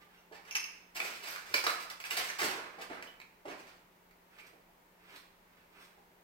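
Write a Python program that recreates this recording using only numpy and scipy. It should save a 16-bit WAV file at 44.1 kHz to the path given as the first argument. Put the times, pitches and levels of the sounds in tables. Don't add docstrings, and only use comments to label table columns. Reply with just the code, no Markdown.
import sys
import numpy as np
from scipy import signal
from scipy.fft import rfft, irfft, next_fast_len
from scipy.io import wavfile

SR = 44100
rng = np.random.default_rng(int(sys.argv[2]) if len(sys.argv) > 2 else 0)


def master_out(mix):
    frames = np.transpose(np.atleast_2d(mix))
    ceiling = np.clip(frames, -1, 1)
    pcm = np.round(ceiling * 32767).astype(np.int16)
    wavfile.write(sys.argv[1], SR, pcm)


N = 274811
MIC_LAG_S = 0.00051


def amp(db):
    return 10 ** (np.asarray(db) / 20)


def read(points, hz):
    f, value = np.transpose(points)
    return np.interp(np.log(hz + 1), np.log(f + 1), value)


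def sized(x, db):
    energy = np.sum(x ** 2) + 1e-20
    return amp(db) * x * np.sqrt(SR / 20 / energy)


def add(mix, s, sound):
    part = mix[max(round(s * SR), 0):][:len(sound)]
    part += sound[:len(part)]


def colour(x, points, tilt_db=0, size=1024):
    hz = abs(np.fft.fftfreq(size, 1 / SR))
    octaves = np.log2(np.maximum(hz, 500) / 500)
    log_gain = np.log(amp(read(points, hz) + tilt_db * octaves))
    response = np.exp(np.conj(signal.hilbert(log_gain)))
    return signal.fftconvolve(x, np.fft.ifft(response).real)


def ring(x, hz, t60):
    radius = amp(-60 / (max(t60, 1e-3) * SR))
    angle = 2 * np.pi * hz / SR
    poles = [1, -2 * radius * np.cos(angle), radius * radius]
    return signal.lfilter([1, 0, -1], poles, np.pad(x, (0, SR // 10)))


def grains(rise, fade, per_s, spread_db, clump_db=0):
    rise, fade = max(rise, 1e-4), max(fade, 1e-4)
    t = np.arange(SR // 2) / SR
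    pressure = np.minimum(t / rise, 1) * np.exp(-np.maximum(t - rise, 0) / fade)
    knots = np.linspace(0, t[-1], num=80)
    clumps = amp(clump_db * np.interp(t, knots, rng.uniform(-1.55, 1, len(knots))))
    chance, size, sign = rng.random((len(t), 3)).T
    happens = chance < per_s / SR
    sizes = amp(-spread_db * np.log(np.maximum(size, .05)))
    return pressure * clumps * happens * sizes * np.sign(sign - .5)


def diffuse(pair):
    size = next_fast_len(pair.shape[1])
    a, b = rfft(pair, size)
    same = np.sinc(2 * np.fft.rfftfreq(size, 1 / SR) * MIC_LAG_S) * .86
    right = same * a + np.sqrt(1 - same ** 2) * b
    return irfft(np.array([a, right]), size)[:, :pair.shape[1]]


# (frequency [Hz], relative level [dB])
AIR = [(15, -33), (25, -5), (64, -16.5), (144, -14), (184, -12.5), (316, -12), (394, -8.5), (435, -11),
       (530, -11.5), (805, -12.5), (911, -8.5), (1080, -14), (2160, -17), (2970, -22.5), (9000, -36),
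       (11700, -74), (19800, -120)]
# (frequency [Hz], relative level [dB])
HISS = [(100, -37), (6000, -3.5), (9500, -3), (11500, 0), (13000, 3), (16000, 3.5)]
# (mean frequency [Hz], level [dB rms])
HUM = [(59.2, -92.5), (177.6, -76)]
AIR_DB, HISS_DB = -65.5, -71.5


def background():
    air = diffuse(np.array([colour(rng.standard_normal(N), AIR, size=8192)[:N] for side in range(2)]))
    hiss = np.array([colour(rng.standard_normal(N), HISS)[:N] for side in range(2)])
    t = np.arange(N) / SR
    knots = np.linspace(0, t[-1], num=40)
    wander = np.interp(t, knots, rng.standard_normal(len(knots)))
    warped_t = np.cumsum(1 + 0.0096 * wander) / SR
    hum = sum(amp(db) * np.sqrt(2) * np.sin(2 * np.pi * hz * warped_t) for hz, db in HUM)
    return amp(AIR_DB) * air / air.std() + amp(HISS_DB) * hiss / hiss.std() + hum


# (frequency [Hz], 60 dB decay time [s])
ROOM = [(100, 0.64), (400, 0.6), (1300, 0.71), (2500, 0.62), (5000, 0.52), (9000, 0.47), (15000, 0.34)]


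def echoes():
    hz, t, z = signal.stft(diffuse(rng.standard_normal((2, SR))), SR, nperseg=256)
    early = 1 + 1.16 * np.exp(-t / 0.017)
    decay = amp(-60 * t / read(ROOM, hz)[:, None])
    tail = signal.istft(z * early * decay, SR, nperseg=256)[1]
    tail *= np.clip((np.arange(tail.shape[1]) / SR - .001) / .002, 0, 1)
    return tail / np.linalg.norm(tail[0])


def room(x, count=5):
    place = np.arange(N) / SR / .03
    out = np.zeros((2, N))
    for k in range(count):
        away = abs((place - k + count / 2) % count - count / 2)
        share = np.cos(np.pi / 2 * np.minimum(away, 1))
        out += signal.fftconvolve((x * share)[None], echoes(), axes=1)[:, :N]
    return out


def direct(x, lag_s):
    return np.array([x, np.roll(x, round(lag_s * SR))])


# (frequency [Hz], relative level [dB])
TILE = [(100, -21), (400, -3), (750, -5.5), (1200, 1.5), (2300, 0.5), (3100, -2), (4200, -1.5), (5400, -1),
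        (6800, -9.5), (8500, -3), (10500, -12), (14000, -5)]


def rub(rise, fade, top_hz, db):
    grit = colour(grains(rise, fade, per_s=9000, spread_db=2.0, clump_db=-3.5), TILE)
    return sized(colour(grit, [(top_hz, 0), (2 * top_hz, -11), (6 * top_hz, -15)]), db)


# (time [s], slide [s], slide level [dB], bite level [dB])
SCUFFS = [(0, 0.022, -62, -77), (.06, 0.11, -63, -82), (4.26, .11, -62, -75), (4.37, .02, -60.5, -64.5),
          (4.42, .04, -61.5, -64), (4.96, 0.14, -57.5, -72), (5.07, 0.083, -55, -57.5),
          (5.42, 0.16, -64.5, -87), (5.68, 0.13, -56.5, -61)]
SLIDE_TOP_HZ, SLIDE_FADE = 2520, 0.36
BITE_TOP_HZ, BITE_RISE_S = 11500, 0.019
BITE_AT, BITE_FADE = .85, 0.4


def scuffs():
    out = np.zeros(N)
    for s, slide, slide_db, bite_db in SCUFFS:
        add(out, s, rub(slide, SLIDE_FADE * slide, SLIDE_TOP_HZ, slide_db))
        add(out, s + BITE_AT * slide, rub(BITE_RISE_S, BITE_FADE * slide, BITE_TOP_HZ, bite_db))
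    return out


# (time [s], level before the path gains [dB], pitch [Hz])
SQUEAKS = [(.17, -69, 2800), (.175, -75, 5900), (1.299, -51, 11970), (1.64, -47, 5550), (2.286, -50, 6000),
           (3.07, -56, 3000), (3.069, -65, 13700), (4.386, -55, 2340)]
SQUEAK_RISE_S, SQUEAK_FADE_S, SQUEAK_T60_S = 0.0022, 0.017, 0.023


def squeaks():
    out = np.zeros(N)
    for s, db, hz in SQUEAKS:
        slips = grains(SQUEAK_RISE_S, SQUEAK_FADE_S, per_s=3000, spread_db=3)
        add(out, s, sized(ring(slips, hz, SQUEAK_T60_S), db))
    return out


# (time [s], level before the path gains [dB])
CLINKS = [(0.51, -48), (0.524, -53.5), (.553, -37), (.561, -48), (.566, -42.5), (.597, -51), (.629, -53),
          (.641, -46.5)]
# (nominal frequency [Hz], relative level [dB], 60 dB decay time [s])
SHARD = [(1970, -11, 0.0035), (2240, 1.5, 0.0079), (2640, 0, 0.014), (2940, -1.5, 0.0064),
         (4480, 2, 0.0039), (5140, 0, 0.0084), (5407, -3.5, 0.022), (6220, -3.5, 0.018),
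         (9560, -15.5, 0.022), (12630, -10, 0.0093), (14340, -17, .025)]


def clinks():
    out, t = np.zeros(N), np.arange(SR // 8) / SR
    onset = (1 - np.exp(-t / .0006)) ** 2
    for s, db in CLINKS:
        pitch = (1.04 if s < .54 else 1) * rng.normal(1, .002)
        modes = np.zeros(len(t))
        for hz, mode_db, t60 in SHARD:
            wave = np.sin(2 * np.pi * (hz * pitch * t + rng.random()))
            modes += amp(mode_db - 60 * t / t60) * wave
        add(out, s, sized(modes * onset, db))
    return out


# (time [s], fade [s], level before the path gains [dB], centre of the blow [Hz])
KNOCKS = [(.308, 0.014, -55, 523), (.99, 0.056, -48, 455), (1.27, .014, -63, 544), (1.485, 0.032, -62, 155),
          (1.539, 0.0075, -46.5, 380), (1.666, 0.008, -41, 570), (2.105, 0.039, -54, 400),
          (2.168, 0.017, -53, 434), (2.412, 0.034, -38, 336), (2.53, 0.029, -56, 320),
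          (2.77, 0.029, -50, 444), (2.902, 0.012, -47.5, 424), (3.444, 0.048, -45.5, 340),
          (4.52, .03, -65, 352), (4.688, 0.0088, -72.5, 700), (5.975, 0.0066, -67.5, 640)]
# (frequency [Hz], relative level [dB], 60 dB decay time [s])
BOARD = [(224, -1.5, 0.024), (348, -2, 0.03), (417, 1.5, 0.018), (563, 0.5, 0.013), (664, 2, 0.021),
         (784, 1, 0.019)]
# (frequency [Hz], relative level [dB])
FLOOR = [(20, -22), (45, -10), (85, -3), (130, -2), (200, -5.5), (400, -19), (2000, -68)]
KNOCK_RISE = 0.33
THUMP_DB, THUMP_HZ, THUMP_DB_PER_OCTAVE = -20, 384, -12.5


def knocks():
    out = np.zeros(N)
    for s, fade, db, hz in KNOCKS:
        chatter = grains(KNOCK_RISE * fade, fade, per_s=2000, spread_db=3.0)
        blow = ring(chatter, hz, 0.0061)
        board = sum(amp(mode_db) * ring(blow, mode_hz, t60) for mode_hz, mode_db, t60 in BOARD)
        thump_db = db + THUMP_DB + THUMP_DB_PER_OCTAVE * np.log2(hz / THUMP_HZ)
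        add(out, s, sized(board, db))
        add(out, s, sized(colour(chatter, FLOOR, size=4096), thump_db))
    return out


# (frequency [Hz], relative level [dB])
PLASTER = [(100, -24), (300, -12), (650, -6), (1200, 0), (2300, 2), (3300, -6), (4800, -3.5), (6800, -11),
           (8200, -11), (10000, -17.5), (13000, -15), (16000, -19.5)]
# (time [s], ring level before the path gains [dB], ring [Hz])
SNAPS = [(1.001, -38, 2530), (1.016, -46.5, 2320), (1.36, -48, 1750), (1.381, -54.5, 1500),
         (1.54, -36, 2230), (1.542, -36.5, 5060), (1.665, -33, 1350), (1.669, -38.5, 4000),
         (1.695, -39, 1230), (1.901, -53.5, 4500), (2.001, -55.5, 2200), (2.039, -49.5, 2450),
         (2.108, -42.5, 2600), (2.172, -42.5, 4400), (2.3, -45.5, 1860), (2.417, -40.5, 1870),
         (2.512, -45.5, 940), (3.024, -52.5, 2070), (3.2, -59.5, 2280), (3.215, -61, 2600),
         (4.109, -74.5, 2220), (5.16, -62, 3900)]
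SNAP_CYCLES = 16.5
CRACK_DB, CRACK_DB_PER_DB, HARD_SNAP_DB = -5.5, -0.26, -36


def snaps(crack_tilt_db=-0.1):
    out = np.zeros(N)
    for s, db, hz in SNAPS:
        fractures = grains(rise=0.0011, fade=0.0021, per_s=16000, spread_db=2.0)
        crack = colour(fractures, PLASTER, crack_tilt_db)
        crack_db = db + CRACK_DB + CRACK_DB_PER_DB * (db - HARD_SNAP_DB)
        add(out, s, sized(crack, crack_db))
        add(out, s, sized(ring(crack, hz, SNAP_CYCLES / hz), db))
    return out


# (time [s], fade [s], level before the path gains [dB], brightness [dB per octave])
CRUNCHES = [(.32, 0.035, -54, -2), (.44, 0.17, -51.5, -1), (.549, 0.01, -43, 0.5), (.947, 0.07, -40.5, 2.5),
            (1.02, 0.11, -41.5, 2), (1.218, 0.11, -42.5, 1.5), (1.268, 0.047, -45, 2.5),
            (1.449, .18, -48, 1.5), (1.537, 0.031, -35, 2.5), (1.64, 0.0066, -40, 0.5),
            (1.663, 0.053, -39.5, 3), (1.796, 0.027, -48.5, 3), (1.899, 0.0084, -48.5, 3),
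            (2.0, .01, -53, 4), (2.037, 0.063, -45, 2), (2.103, 0.031, -38.5, 3), (2.165, 0.048, -34, 2),
            (2.265, 0.12, -47.5, 1.5), (2.386, 0.023, -36, 1), (2.412, 0.04, -34.5, 3),
            (2.495, 0.14, -42.5, -6), (2.785, 0.03, -50.5, -2.5), (2.811, 0.014, -49, 0),
            (2.895, 0.067, -45.5, -7.5), (3.023, 0.027, -59.5, 1.5), (3.449, 0.06, -49.5, -7.5),
            (3.476, 0.042, -48.5, -3), (3.575, 0.041, -58.5, 1), (3.66, 0.059, -58, 0)]
CRUNCH_RISE = 0.12


def crunches(chip_db=-9, chip_t60=0.0039):
    out = np.zeros(N)
    for s, fade, db, tilt_db in CRUNCHES:
        rise = CRUNCH_RISE * fade
        crumbs = grains(rise, fade, per_s=4500, spread_db=4.0, clump_db=7.0)
        add(out, s, sized(colour(crumbs, PLASTER, tilt_db), db))
        for hz in (750, 1400, 2300):
            chip = grains(rise, fade, per_s=140, spread_db=2.5)
            chip_hz = hz * rng.uniform(0.81, 1.3)
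            add(out, s, sized(ring(chip, chip_hz, chip_t60), db + chip_db))
    return out


# (frequency [Hz], left minus right [dB])
BALANCE = [(60, -3), (200, -1.5), (400, -4), (700, -2), (1300, -4.5), (2400, -5), (4400, -3.5), (8000, 0.5),
           (15000, 5)]
# (straight [dB], through the room [dB])
SOFT_PATHS_DB, SHARP_PATHS_DB = (-6, -1), (-4.5, -4)
SHARD_PATHS_DB, LIGHT_PATHS_DB = (-1, -0.5), (-3.5, -1.5)
DEBRIS_LEAD_S, TILE_LEAD_S = .00026, -.00015


def scene():
    sources = [(crunches() + knocks(), SOFT_PATHS_DB, DEBRIS_LEAD_S),
               (snaps() + squeaks(), SHARP_PATHS_DB, DEBRIS_LEAD_S),
               (clinks(), SHARD_PATHS_DB, DEBRIS_LEAD_S),
               (scuffs(), LIGHT_PATHS_DB, TILE_LEAD_S)]
    straight = sum(direct(amp(paths_db[0]) * x, lead) for x, paths_db, lead in sources)
    reverberant = room(sum(amp(paths_db[1]) * x for x, paths_db, lead in sources))
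    size = next_fast_len(N)
    lean_db = read(BALANCE, np.fft.rfftfreq(size, 1 / SR)) / 2
    spectra = rfft(straight + reverberant, size) * amp([lean_db, -lean_db])
    return irfft(spectra, size)[:, :N] + background()


def record(dry):
    low_pass = signal.firwin(511, 15900, window=("kaiser", 9), fs=SR)
    return signal.oaconvolve(dry, low_pass[None], "same")


dry = scene()
out = record(dry)
master_out(out)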